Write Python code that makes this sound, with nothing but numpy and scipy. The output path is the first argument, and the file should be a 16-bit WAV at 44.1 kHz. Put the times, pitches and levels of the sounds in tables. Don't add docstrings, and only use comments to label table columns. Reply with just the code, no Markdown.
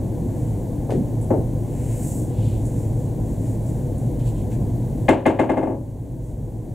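import sys
import numpy as np
from scipy import signal
from scipy.fft import rfft, irfft
from scipy.io import wavfile
from scipy.ndimage import uniform_filter1d

SR = 44100
rng = np.random.default_rng(int(sys.argv[2]) if len(sys.argv) > 2 else 0)


def unload_wav(signal):
    wavfile.write(
        sys.argv[1],
        SR,
        np.round(np.clip(np.atleast_2d(signal).T, -1, 1) * 32767).astype(np.int16),
    )


N = 297234

# pitch_hz, level_db_per_hz
VENT_COLOUR = [(20, -38), (33, -16), (60, -3), (80, -7), (100, -3), (130, -3.5), (160, -5.5), (300, -7),
               (420, -16.5), (560, -18.5), (780, -24.5), (1050, -35), (1280, -52), (2000, -72)]
# pitch_hz, width_hz, level_db
HUM = [(35.5, 15, -38), (49.4, 1.5, -35), (66.8, 8.2, -41), (108.8, 16, -28.5), (117.8, 24, -29.5),
       (140, 16, -34), (490, 34, -44.5), (10050, 220, -69.5)]
# pitch_hz, level_db_per_hz
HISS_COLOUR = [(760, -42.5), (1300, -9), (1530, 1), (1890, -1.5), (2010, -1), (2530, -6), (4160, -6.5),
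               (5280, -11), (5980, -3.5), (7360, 0), (11100, -2.5), (13400, -2.5), (15500, -4)]
# pitch_hz, left_minus_right_db
ROOM_BALANCE = [(110, -1), (200, 0.5), (380, 5), (700, 3.5), (1300, 0.5), (2400, 0)]
# pitch_hz, likeness (1 = same in both channels)
ROOM_SAME = [(60, 0.94), (150, 0.91), (400, 0.93), (1000, 0.88), (1800, 1), (4000, 1), (6800, 1),
             (8500, 0.88), (10000, 0.067), (15000, 0.13)]
# pitch_hz, t60_s
HALL = [(100, 0.64), (500, 0.39), (1000, 0.35), (2500, 0.3), (5000, 0.37), (8000, 0.41), (15000, 0.16)]
# pitch_hz, left_minus_right_db
HIT_BALANCE = [(60, -3), (200, 0.5), (700, 5.5), (1290, 4), (2400, 2), (8000, -1.5)]
# pitch_hz, likeness
HIT_SAME = [(60, 0.91), (300, 0.88), (1300, 0.78), (4000, 0.99), (7000, 1), (14000, 0.35)]
# time_s, level_db
SWEEP = [(1.7, -61), (2.074, -39), (2.2, -43.5), (2.32, -57)]
# pitch_hz, level_db_per_hz
SWISH_COLOUR = [(4000, -22), (5400, -15), (6300, -6), (7600, 3), (8800, 0), (10500, -5.5), (13000, -9),
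                (16000, -12)]
# middle_s, half_length_s, swish_db, scuff_db, scuff_hz
RUSTLES = [(.45, .15, -57, -66.5, 1800), (1.912, .15, -50, -57.5, 2150), (2.466, 0.098, -53, -55, 3080),
           (3.687, 0.022, -58, -68, 1700), (4.282, 0.021, -49, -55, 3340), (4.39, .04, -57, -60, 2940),
           (4.535, .02, -52, -59, 2200), (6.28, .045, -53.5, -74, 2500)]
# pitch_hz, level_db_per_hz
SLEEVE_COLOUR = [(4000, -20), (5500, -14), (6500, -5.5), (7150, -2), (7450, 2), (7800, -1), (9600, -5),
                 (11000, -11), (16000, -16)]
# start_s, level_db, low_edge_hz
TICKS = [(0.9048, -45.5, 1390), (1.2127, -51, 7400), (2.653, -49.5, 6500), (3.9794, -55, 7000),
         (4.1942, -56, 2000), (4.515, -57, 1600)]
# pitch_hz, level_db_per_hz
SPRAY_COLOUR = [(100, 9), (750, 0.5), (1100, -5.5), (1700, 0), (3500, -10), (5200, -15.5), (7500, -10.5),
                (16000, -18)]
# start_s, first_bump_db, last_bump_db
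PRESSES = [(.894, -28, -22), (1.304, -21, -26.5)]
# start_s, force_db (0 = first bounce of the drop), hardness_hz
SET_DOWN = (1.3014, -15, 520)
# pitch_hz, level_db, t60_s
TABLE_MODES = [(251.3, -2, 0.41), (280, -8, 0.2), (326.4, -1.5, 0.3), (416.3, -6, .35), (483, -11, 0.11),
               (523.7, -2, 0.53), (553.6, -0.5, 0.43), (639, 1.5, 0.21), (720, -8, 0.097), (831, -6, 0.23),
               (947, -10, 0.22), (988, -15, 0.5), (1046, -15, 0.2), (1082, -25, 0.19), (1230, -27, 0.22),
               (1652, -12, 0.28), (1700, -25, 0.4), (1797, -16, 0.17), (2110, -1.5, 0.12),
               (2111, -5.5, 0.15), (2150, -23, 0.1), (2485, -13, 0.18), (2710, -14, .22),
               (2873, -6.5, 0.13)]
# pitch_hz, level_db_per_hz
TABLE_COLOUR = [(40, -29), (110, -5.5), (190, -6.5), (290, 2), (400, -2), (570, -3), (900, -5),
                (1130, -14.5), (1280, -23), (1650, -17.5), (2900, -19), (3900, -28.5), (4500, -31.5),
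                (16000, -92)]
# pitch_hz, level_db_per_hz
CLICK_COLOUR = [(1000, -44), (4000, -10), (5300, -7), (7000, 3.5), (9000, -1.5), (12000, -9.5),
                (16000, -16)]

VENT_DB, HISS_DB = -26.5, -52.5
FIDGET_FROM_S, FIDGET_TO_S, FIDGET_GAP_S, FIDGET_HALF_S = 2.6, 4.15, 0.16, 0.054
FIDGET_SWISH_DB, FIDGET_SCUFF_DB, FIDGET_SCUFF_HZ = -57.5, -70, 1900
TICK_TOP_HZ = 10800
BUMP_GAP_S, BUMP_HZ, BUMP_SINK, BUMP_OCTAVES = 0.026, 552, 0.723, 1.2
DROP_S, FIRST_FLIGHT_S = 5.082, 0.172
REBOUND_FAST, REBOUND_SLOW = 0.779, 0.708
FORCE_POWER = 0.91
HARD_HZ, HARD_POWER = 2460, 0.66
EDGE_HZ = 15750


def amp(db):
    return 10 ** (np.asarray(db) / 20)


def evened(x):
    return x / np.sqrt(np.mean(x ** 2) + 1e-20)


def punch(x, size=1764):
    return x / np.sqrt(np.mean(x[:, :size] ** 2))


def read(points, hz):
    f, value = np.transpose(points)
    return np.interp(np.log(hz + 1), np.log(f), value)


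def add(mix, s, sound):
    part = mix[:, round(s * SR):][:, :sound.shape[1]]
    part += sound[:, :part.shape[1]]


def noise(colour, same, balance, size=N):
    hz = np.fft.rfftfreq(size, 1 / SR)
    mid, side = rfft(rng.standard_normal((2, size)))
    likeness = np.clip(read(same, hz), -1, 1)
    sign = np.array([[1], [-1]])
    pair = np.sqrt(1 + likeness) * mid + sign * np.sqrt(1 - likeness) * side
    pair *= amp(sign * read(balance, hz) / 2)
    return evened(irfft(pair * amp(read(colour, hz)), size))


def hall_tail(colour, early_db, early_s, rise_s, size=32768):
    hz, t, z = signal.stft(noise(colour, HIT_SAME, HIT_BALANCE, size=size), SR, nperseg=256)
    decay = amp(-60 * t / read(HALL, hz)[:, None])
    tail = signal.istft(z * decay, SR, nperseg=256)[1][:, :size]
    t = np.arange(size) / SR
    early = 1 + amp(early_db) * np.exp(-t / early_s)
    return tail * early * (1 - np.exp(-t / rise_s))


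def background():
    hz = np.fft.rfftfreq(N, 1 / SR)
    hum = np.zeros(N)
    for centre, width, db in HUM:
        resonance = 1 / (1 + (2 * (hz - centre) / width) ** 2)
        hum += amp(db) * evened(irfft(rfft(rng.standard_normal(N)) * resonance, N))
    air = amp(VENT_DB) * noise(VENT_COLOUR, ROOM_SAME, ROOM_BALANCE)
    hiss = amp(HISS_DB) * noise(HISS_COLOUR, ROOM_SAME, ROOM_BALANCE)
    return hum + air + hiss


def fidgets(spread_db=2):
    rows = []
    for s in np.arange(FIDGET_FROM_S, FIDGET_TO_S, FIDGET_GAP_S):
        late, swish, scuff = rng.uniform(-1, 1, 3)
        middle = s + FIDGET_GAP_S * late / 2
        swish_db = FIDGET_SWISH_DB + spread_db * swish
        scuff_db = FIDGET_SCUFF_DB + spread_db * scuff
        rows.append((middle, FIDGET_HALF_S, swish_db, scuff_db, FIDGET_SCUFF_HZ))
    return rows


def cloth(grain_db=0.5):
    t = np.arange(N) / SR
    s, db = np.transpose(SWEEP)
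    sweep_db = np.interp(t, s, db, left=-120, right=-120)
    out = amp(sweep_db) * noise(SWISH_COLOUR, HIT_SAME, ROOM_BALANCE)
    sleeve = noise(SLEEVE_COLOUR, HIT_SAME, ROOM_BALANCE)
    rub = rng.standard_normal(N)
    for middle, half, swish_db, scuff_db, scuff_hz in RUSTLES + fidgets():
        band = signal.butter(2, [scuff_hz / 1.33, scuff_hz * 1.33], "band", fs=SR, output="sos")
        scuff = evened(signal.sosfilt(band, rub))
        stroke = np.exp(-0.5 * ((t - middle) / half) ** 2)
        out += stroke * (amp(swish_db) * sleeve + amp(scuff_db) * scuff)
    grain = evened(uniform_filter1d(rng.standard_normal(N), size=200))
    return out * amp(grain_db * grain)


def tap(low_hz, high_hz, damped_s=0.2):
    top_hz = np.clip(high_hz, low_hz + 50, SR / 2 - 100)
    band = signal.butter(3, [low_hz, top_hz], "band", fs=SR, output="sos")
    spray = hall_tail(SPRAY_COLOUR, early_db=-6.0, early_s=0.0011, rise_s=0.00025)
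    damping = np.exp(-np.arange(spray.shape[1]) / SR / damped_s)
    return punch(signal.sosfilt(band, spray * damping))


def ticks():
    out = np.zeros((2, N))
    for s, db, low_hz in TICKS:
        add(out, s, amp(db) * tap(low_hz, TICK_TOP_HZ))
    return out


def presses(count=4):
    out = np.zeros((2, N))
    spread = 2 ** (BUMP_OCTAVES / 2)
    for s, first_db, last_db in PRESSES:
        for k, db in enumerate(np.linspace(first_db, last_db, count)):
            hz = BUMP_HZ * BUMP_SINK ** k
            add(out, s + k * BUMP_GAP_S, amp(db) * tap(hz / spread, hz * spread))
    return out


def table_response(modes_db=-8.0, dense_db=-2, bend_s=0.00556, runner_db=-6, runner_s=0.0059):
    dense = punch(hall_tail(TABLE_COLOUR, early_db=-2, early_s=0.044, rise_s=0.0003))
    t = np.arange(dense.shape[1]) / SR
    modes = np.zeros_like(dense)
    for hz, db, t60 in TABLE_MODES:
        turn = rng.random() + 0.081 * rng.standard_normal((2, 1))
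        lean = amp(np.array([[0.5], [-0.5]]) * read(HIT_BALANCE, hz))
        decay = np.exp(-np.log(1000) * t / t60)
        modes += lean * amp(db) * decay * np.sin(2 * np.pi * (hz * t + turn))
    modes *= 1 - np.exp(-(t / 0.001) ** 2)
    ring = amp(dense_db) * dense + amp(modes_db) * punch(modes)
    hz = np.fft.rfftfreq(len(t), 1 / SR)
    delay = bend_s / (1 + (hz / 900) ** 2)
    phase = 2 * np.pi * np.cumsum(delay) * hz[1]
    ring = irfft(rfft(ring) * np.exp(-1j * phase))
    return ring * amp(runner_db * np.exp(-(t / runner_s) ** 4))


def click(rough_db=4, spikes_db=-3, spikes_s=0.0091, count=4):
    tail = hall_tail(CLICK_COLOUR, early_db=13, early_s=0.037, rise_s=0.0027)
    size = tail.shape[1]
    rough = evened(uniform_filter1d(rng.standard_normal(size), size=50))
    burst = punch(tail * amp(rough_db * np.clip(rough, -2, 2)))
    spikes = np.zeros(size)
    places = (SR * spikes_s * rng.uniform(0.25, 1, count)).astype(int)
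    spikes[places] = rng.choice([-1, 1], count)
    spikes = irfft(rfft(spikes) * amp(read(CLICK_COLOUR, np.fft.rfftfreq(size, 1 / SR))))
    return punch(burst + amp(spikes_db) * punch(spikes[None]))


def bounces(count=9):
    s, speed, rows = DROP_S, 1, []
    for _ in range(count):
        force_db = 20 * np.log10(speed ** FORCE_POWER)
        rows.append((s, force_db, HARD_HZ * speed ** HARD_POWER))
        s += FIRST_FLIGHT_S * speed
        speed *= min(REBOUND_SLOW + (REBOUND_FAST - REBOUND_SLOW) * speed, 1)
    return rows


def balls(level_db=-1.66, click_db=-33.0, click_growth=2.27, click_delay_s=0.0044):
    out = np.zeros((2, N))
    ring = punch(table_response())
    for s, force_db, corner_hz in [SET_DOWN] + bounces():
        softness = signal.butter(2, corner_hz, fs=SR, output="sos")
        add(out, s, amp(level_db + force_db) * signal.sosfilt(softness, ring))
        add(out, s + click_delay_s, amp(click_db + click_growth * force_db) * click())
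    return out


def scene():
    return background() + cloth() + ticks() + presses() + balls()


def record(dry, limit_db=-9.5, recover_db_per_s=2.0):
    power = uniform_filter1d((dry ** 2).mean(0), size=900)
    power_db = 10 * np.log10(abs(power) + 1e-12)
    creep = recover_db_per_s * np.arange(N) / SR
    over_db = np.maximum(power_db - limit_db, 0)
    cut_db = np.maximum.accumulate(over_db + creep) - creep
    held = np.clip(dry * amp(-uniform_filter1d(cut_db, size=200)), -0.96, 0.96)
    lowpass = signal.firwin(511, EDGE_HZ, window=("kaiser", 9), fs=SR)
    return signal.oaconvolve(held, lowpass[None], "same")


dry = scene()
out = record(dry)
unload_wav(out)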